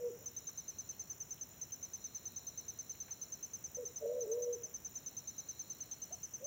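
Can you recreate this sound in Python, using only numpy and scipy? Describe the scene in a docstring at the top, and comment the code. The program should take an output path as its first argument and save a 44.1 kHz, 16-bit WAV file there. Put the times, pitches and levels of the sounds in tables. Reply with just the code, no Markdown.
"""A tropical forest: a soft rumble, far insects that trill and swell, and a very high katydid buzz throughout.
A wild pigeon opens with one short, almost pure coo. A near cricket starts scraping its wings, nine falling
chirps a second in three runs, while twigs and leaves tick now and then. Near 4 s the pigeon gives a short
coo and a long one, throaty where a second vibration beats against the note, and closes with a soft puff.
Two higher notes follow after 6 s."""
import sys
import numpy as np
from scipy import signal
from scipy.fft import rfft, irfft
from scipy.io import wavfile

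SR = 44100
rng = np.random.default_rng(int(sys.argv[2]) if len(sys.argv) > 2 else 0)


def transcribe(u):
    """Save the signal u as a 16-bit wav file named by the first command-line argument.

    u: samples, shape (n,) or (channels, n), limited to [-1, 1]; the rate is SR.
    q: integer samples, one column per channel.
    """
    v = np.clip(np.atleast_2d(u).T, -1, 1)
    q = np.round(v * 32767).astype(np.int16)
    wavfile.write(sys.argv[1], SR, q)


N = 284886
TIME = np.arange(N) / SR


def from_db(db):
    """Decibels to gain."""
    return 10 ** (np.asarray(db) / 20)


def rms_one(x):
    """Scale to rms 1."""
    return x / np.sqrt(np.mean(x ** 2) + 1e-20)


def ramp(t, start, length):
    """Rises from zero at start to one after the given length."""
    return np.clip((t - start) / length, 0, 1)


def gate(t, start, end, edge):
    """One between start and end, with fades outside."""
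    return np.clip(np.minimum(t - start, end - t) / edge + 1, 0, 1)


def phase_of(hz):
    """Running phase of a steady or gliding pitch."""
    return 2 * np.pi * np.cumsum(hz * np.ones(N)) / SR


def drift(rate_hz, order=2):
    """Smooth random modulation up to the given rate; rms 1."""
    lowpass = signal.butter(order, rate_hz, fs=SR, output="sos")
    return rms_one(signal.sosfilt(lowpass, rng.standard_normal(N + SR))[SR:])


def coloured(spectrum):
    """Noise shaped by an EQ curve; rms 1."""
    hz, db = np.transpose(spectrum)
    gain = from_db(np.interp(np.log(np.fft.rfftfreq(N, 1 / SR) + 1), np.log(hz), db))
    return rms_one(irfft(rfft(rng.standard_normal(N)) * gain, N))


def blurred_tone(hz, width_hz, order=2):
    """A band of noise, like many unrelated voices around one pitch; rms 1."""
    phase = phase_of(hz)
    return drift(width_hz / 2, order) * np.cos(phase) + drift(width_hz / 2, order) * np.sin(phase)


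def forest_reverb(x, t60_s, build_s=0.0046):
    """Countless leaves and trunks scatter a diffuse, dying tail."""
    t = TIME[:SR]
    tail = rng.standard_normal(SR) * from_db(-60 * t / t60_s) * (1 - np.exp(-t / build_s))
    return signal.fftconvolve(x, tail / np.linalg.norm(tail))[:N]


def forest_air(level_db=-61.5):
    """A steady bed of distant rumble and leaf hiss."""
    # (frequency [Hz], relative level [dB])
    spectrum = [(25, -30), (50, -9), (85, 0.5), (130, -1), (250, -5.5), (500, -10), (1000, -15.5),
                (2000, -19), (3000, -20.5), (3700, -23.5), (4750, -23), (6500, -17), (8200, -26.5),
                (9500, -28.5), (16000, -24.5)]
    return from_db(level_db) * coloured(spectrum)


def far_insects(whistle_width_hz=25, swell_shape=0.66):
    """Throbbing trills blurred by distance, lone whistles, and choruses that swell as their pitch rises."""
    # far crickets: (pitch [Hz], width [Hz], level [dB], throb rate [Hz], throb depth [dB])
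    trills = [(7032, 26, -71.5, 36, 5), (7060, 244, -68.5, 32, -0.5), (6920, 97, -72, 18, 2.5),
              (5880, 84, -70.5, 15, 2.5), (5815, 700, -66.5, 57, 3)]
    # single voices that stand out of the chorus: (start [s], end [s], pitch [Hz], level [dB])
    whistles = [(1.843, 2.698, 4165, -73.5), (3.597, 4.899, 3910, -81.5), (5.652, 6.2, 4285, -75.5)]
    # choruses: (start [s], end [s], centre [Hz], rise [Hz], width [Hz], peak level [dB])
    swells = [(0.2, 1.175, 4060, 330.5, 496, -68.5), (1.201, 1.903, 4020, 120, 350, -74),
              (1.698, 3.05, 4020, 59.5, 507, -68.5), (2.647, 3.652, 4115, 101, 500, -69),
              (3.697, 4.65, 3990, 79, 500, -74), (4.8, 6.3, 4080, 199, 520, -67.2),
              (3.4, 4.2, 8140, 80, 600, -81), (4.26, 4.36, 7950, 3, 250, -76),
              (5.65, 6.6, 8150, 80.5, 600, -80), (5.6, 6.6, 2950, 100, 600, -80)]
    out = 0
    for hz, width_hz, level_db, throb_hz, depth_db in trills:
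        throb = np.sin(phase_of(throb_hz * (1 + 0.014 * drift(2.2))))
        out += from_db(level_db + depth_db * throb) * blurred_tone(hz, width_hz, order=3)
    for start, end, hz, level_db in whistles:
        out += from_db(level_db) * gate(TIME, start, end, 0.11) * blurred_tone(hz, whistle_width_hz)
    for start, end, hz, rise_hz, width_hz, level_db in swells:
        progress = ramp(TIME, start, end - start)
        swell = np.abs(np.sin(np.pi * progress)) ** swell_shape
        out += from_db(level_db) * swell * blurred_tone(hz + rise_hz * (progress - .5), width_hz, order=5)
    return out


def far_katydids(level_db=-68, surge_db=6.5, surge_at_s=4.39, surge_s=0.1):
    """Distant katydids merge into an even hiss with one brief surge."""
    # (frequency [Hz], relative level [dB])
    spectrum = [(10500, -35), (12000, -14), (13600, -14), (14400, 0), (15300, 0), (15700, -4),
                (16000, -8.5)]
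    surge = np.exp(-((TIME - surge_at_s) / surge_s) ** 2)
    return from_db(level_db + surge_db * surge) * coloured(spectrum)


def twigs(crackle_db=3):
    """Small dry snaps of twigs and leaves, each a crackle that dies quickly."""
    # (time [s], level [dB], centre [Hz], width [Hz], time to fall 30 dB [s])
    ticks = [(0.49, -63, 1400, 1200, 0.036), (0.926, -69, 3150, 1100, 0.082), (1.378, -66, 3200, 700, .04),
             (1.535, -69, 3200, 1200, .04), (1.703, -67, 2990, 500, 0.055),
             (2.95, -65.5, 2720, 1205, 0.044), (3.081, -63, 1710, 1985, 0.11),
             (5.916, -64, 3160, 1300, 0.049)]
    out = 0
    for start, level_db, hz, width_hz, decay_s in ticks:
        envelope = (TIME >= start) * from_db(level_db - 30 * np.clip(TIME - start, 0, 1) / decay_s)
        out += envelope * blurred_tone(hz, width_hz, order=3)
    return out * from_db(crackle_db * drift(300))


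def katydid(level_db=-64.5, stroke_hz=55.26, stroke_share=0.11, uneven_db=2.0, swell_db=0.1):
    """A near katydid: fast wing strokes, each a short burst of very high rasp."""
    # (frequency [Hz], relative level [dB])
    spectrum = [(8000, -53), (11000, -29), (12000, -14), (13600, -17.5), (14200, -5.5), (14700, 2.5),
                (15600, -0.5), (16000, -8)]
    cycle = (phase_of(stroke_hz * (1 + 0.0031 * drift(1.1))) / (2 * np.pi)) % 1
    bursts = np.exp(-((cycle - .5) / stroke_share) ** 2)
    flicker = from_db(uneven_db * drift(180) + swell_db * drift(9.7))
    return from_db(level_db) * rms_one(bursts * flicker * coloured(spectrum))


def wing_strokes(wing_hz=6266, flat_hz=32.01, warm_strokes=1.6, scatter_hz=9, pace_spread=0.025):
    """Age and top pitch of the cricket's current stroke; each run starts flat and hurries slightly."""
    # runs of strokes: (start [s], strokes [count], period [s], shortening of the period per stroke [s])
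    runs = [(0.259, 12, 0.10593, 0.00022), (1.6139, 23, 0.107, 0.000032), (4.2075, 22, 0.10691, 0.000042)]
    strokes = [(first + k * (period - hurry * k / 2), wing_hz - flat_hz * np.exp(-k / warm_strokes))
               for first, count, period, hurry in runs for k in range(count)]
    starts, top_hz = np.transpose(strokes)
    chance = rng.standard_normal((len(starts), 2))
    pace = 1 + pace_spread * chance[:, 0]
    top_hz = top_hz + scatter_hz * chance[:, 1]
    current = np.maximum(np.searchsorted(starts, TIME + .001) - 1, 0)   # 1 ms early, for the attack
    return (TIME - starts[current]) * pace[current], top_hz[current]


def cricket(level_db=-38.0, stroke_s=0.037, crest_s=0.009, release_s=0.006, scoop_hz=259.7, fall_hz=880,
            grip_s=0.025, skip_s=0.0286, tooth_db=0.5, slip_db=1.0, slip_jitter=0.0095, wet_db=-23):
    """Each stroke draws file across scraper: the tone scoops up, falls as the wing slows, then skips."""
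    age, top_hz = wing_strokes()
    scoop = np.exp(-np.maximum(age, 0) / 0.002)
    fall = ramp(age, crest_s, stroke_s - crest_s) ** 1.8
    flat_hz = scoop_hz * scoop + fall_hz * fall
    detune_db = 0.015 * flat_hz   # weaker away from the pitch at which the wing rings
    dropout_db = 12 * np.exp(-((age - skip_s) / 0.0024) ** 2)   # the scraper skips
    slipping = gate(age, grip_s, 1, 0.0037)
    grit_db = (tooth_db + slip_db * slipping) * drift(540)
    contact = gate(age, 0, 1, 0.0011) * (1 - ramp(age, stroke_s - release_s, release_s))
    envelope = from_db(level_db - detune_db - dropout_db + grit_db) * contact
    hz = (top_hz - flat_hz) * (1 + slip_jitter * slipping * drift(402))
    song = envelope * np.sin(phase_of(hz))
    return song + from_db(wet_db) * forest_reverb(song, t60_s=0.45)


def coo_gesture(note, level_curve, release_s=0.03, drop_hz=135, drop_db=7):
    """Pitch and level of one note: the pitch arches over a crest, then drops as the sound dies."""
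    start, end, crest, crest_hz, rise_hz, sag_hz, _ = note
    below_crest = (1 + np.cos(np.pi * ramp(TIME, start, crest - start))) / 2
    sag = ramp(TIME, crest, end - crest) ** 2
    release = ramp(TIME, end - release_s, release_s) ** 2
    hz = crest_hz - rise_hz * below_crest - sag_hz * sag * (1 - release) - drop_hz * release
    level_db = np.interp(TIME, *np.transpose(level_curve)) - drop_db * release
    return hz, level_db


def purr_contour(start, end, onset_db=14, settle_s=0.022, fade_db=20, fade_s=0.091, patch_db=2.5):
    """The purr's rise and fall in dB: strong as a note starts, patchy, gone before the note ends."""
    onset = np.exp(-np.maximum(TIME - start, 0) / settle_s)
    fade = ramp(TIME, end - fade_s, fade_s)
    return onset_db * onset - fade_db * fade + patch_db * drift(18)


def coo(note, level_curve, octave_db=-36.5, purr_hz=576, wander_hz=29, rasp_db=5.0, flutter_db=0.8):
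    """A near sine; a second, unsteady vibration beats against it and makes the throaty purr."""
    start, end, *_, throat_db = note
    hz, level_db = coo_gesture(note, level_curve)
    purr_db = throat_db + purr_contour(start, end)
    jitter = 0.004 + 0.013 * from_db(np.minimum(purr_db, 0))   # the purr also shakes the note itself
    phase = phase_of(hz * (1 + jitter * drift(97, order=4)))
    tone = np.sin(phase) + from_db(octave_db) * np.sin(2 * phase)
    purr_phase = phase_of(purr_hz + wander_hz * np.tanh(drift(87, order=4)))
    purr = np.sin(purr_phase) * from_db(purr_db + rasp_db * np.tanh(drift(43, order=4)))
    envelope = from_db(level_db + flutter_db * drift(65)) * gate(TIME, start, end, 0.0019)
    return np.sqrt(2) * envelope * (tone + purr) / np.hypot(1, from_db(purr_db))   # equal-power blend


def pigeon(puff_hz=520, puff_width_hz=240, puff_s=0.029, wet_db=-18):
    """Coos and closing puffs, returned by the nearest trees and by the forest."""
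    # one row per note; the long coo is two notes run together:
    # (start [s], end [s], crest [s], crest pitch [Hz], rise [Hz], sag [Hz], base purr re the tone [dB])
    notes = [(0.0, 0.112, 0.02, 484, 2, 12, -23), (3.771, 3.852, 3.79, 494, 4.2, 16, -12),
             (4.012, 4.27, 4.165, 498, 48, 74, -6), (4.259, 4.568, 4.385, 486, 62, 11, -16),
             (6.108, 6.162, 6.127, 743, 150, 10, -25.5), (6.402, 6.6, 6.55, 790, 285, 0, -16)]
    # loudness of each coo as heard, with its swells and dips: (time [s], level [dB])
    note_levels = [
        [(0.0, -50), (0.046, -38), (0.07, -38), (0.115, -48)],
        [(3.768, -53), (3.778, -46), (3.8, -41), (3.818, -48), (3.838, -43), (3.85, -53)],
        [(4.014, -50), (4.038, -38), (4.146, -41), (4.176, -36), (4.208, -44), (4.224, -40), (4.275, -45)],
        [(4.262, -47), (4.324, -36), (4.358, -41), (4.392, -38), (4.452, -46), (4.492, -38), (4.542, -43),
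         (4.568, -49)],
        [(6.108, -58), (6.114, -55), (6.162, -65)],
        [(6.402, -63), (6.44, -48), (6.46, -50)],
    ]
    # soft puffs that close a phrase: (time [s], level [dB])
    puffs = [(0.195, -70), (0.222, -65.5), (4.652, -60.5)]
    # slapback from a nearby bank of trees: (delay [s], gain [dB])
    echoes = [(.068, -14.5)]
    coos = sum(coo(note, level_curve) for note, level_curve in zip(notes, note_levels))
    puff_envelope = sum(from_db(db) * np.exp(-((TIME - at) / puff_s) ** 2) for at, db in puffs)
    voice = coos + puff_envelope * blurred_tone(puff_hz, puff_width_hz, order=3)
    slapback = sum(from_db(db) * np.interp(TIME - delay, TIME, voice, left=0) for delay, db in echoes)
    return voice + slapback + from_db(wet_db) * forest_reverb(voice, t60_s=0.9)


def scene():
    """Bird, insects and twigs over the forest air, in mono."""
    return (forest_air() + pigeon() + cricket() + far_insects() + katydid() + far_katydids() + twigs())[None]


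def record(dry, dip_hz=4743, dip_width_hz=1230, dip_db=-11, cutoff_hz=15800):
    """The microphone has one dip in the treble; the top is cut steeply."""
    dip_band = signal.lfilter(*signal.iirpeak(dip_hz, dip_hz / dip_width_hz, fs=SR), dry)
    dipped = dry - (1 - from_db(dip_db)) * dip_band
    return signal.sosfilt(signal.ellip(12, .1, 70, cutoff_hz, fs=SR, output="sos"), dipped)


dry = scene()
out = record(dry)
transcribe(out)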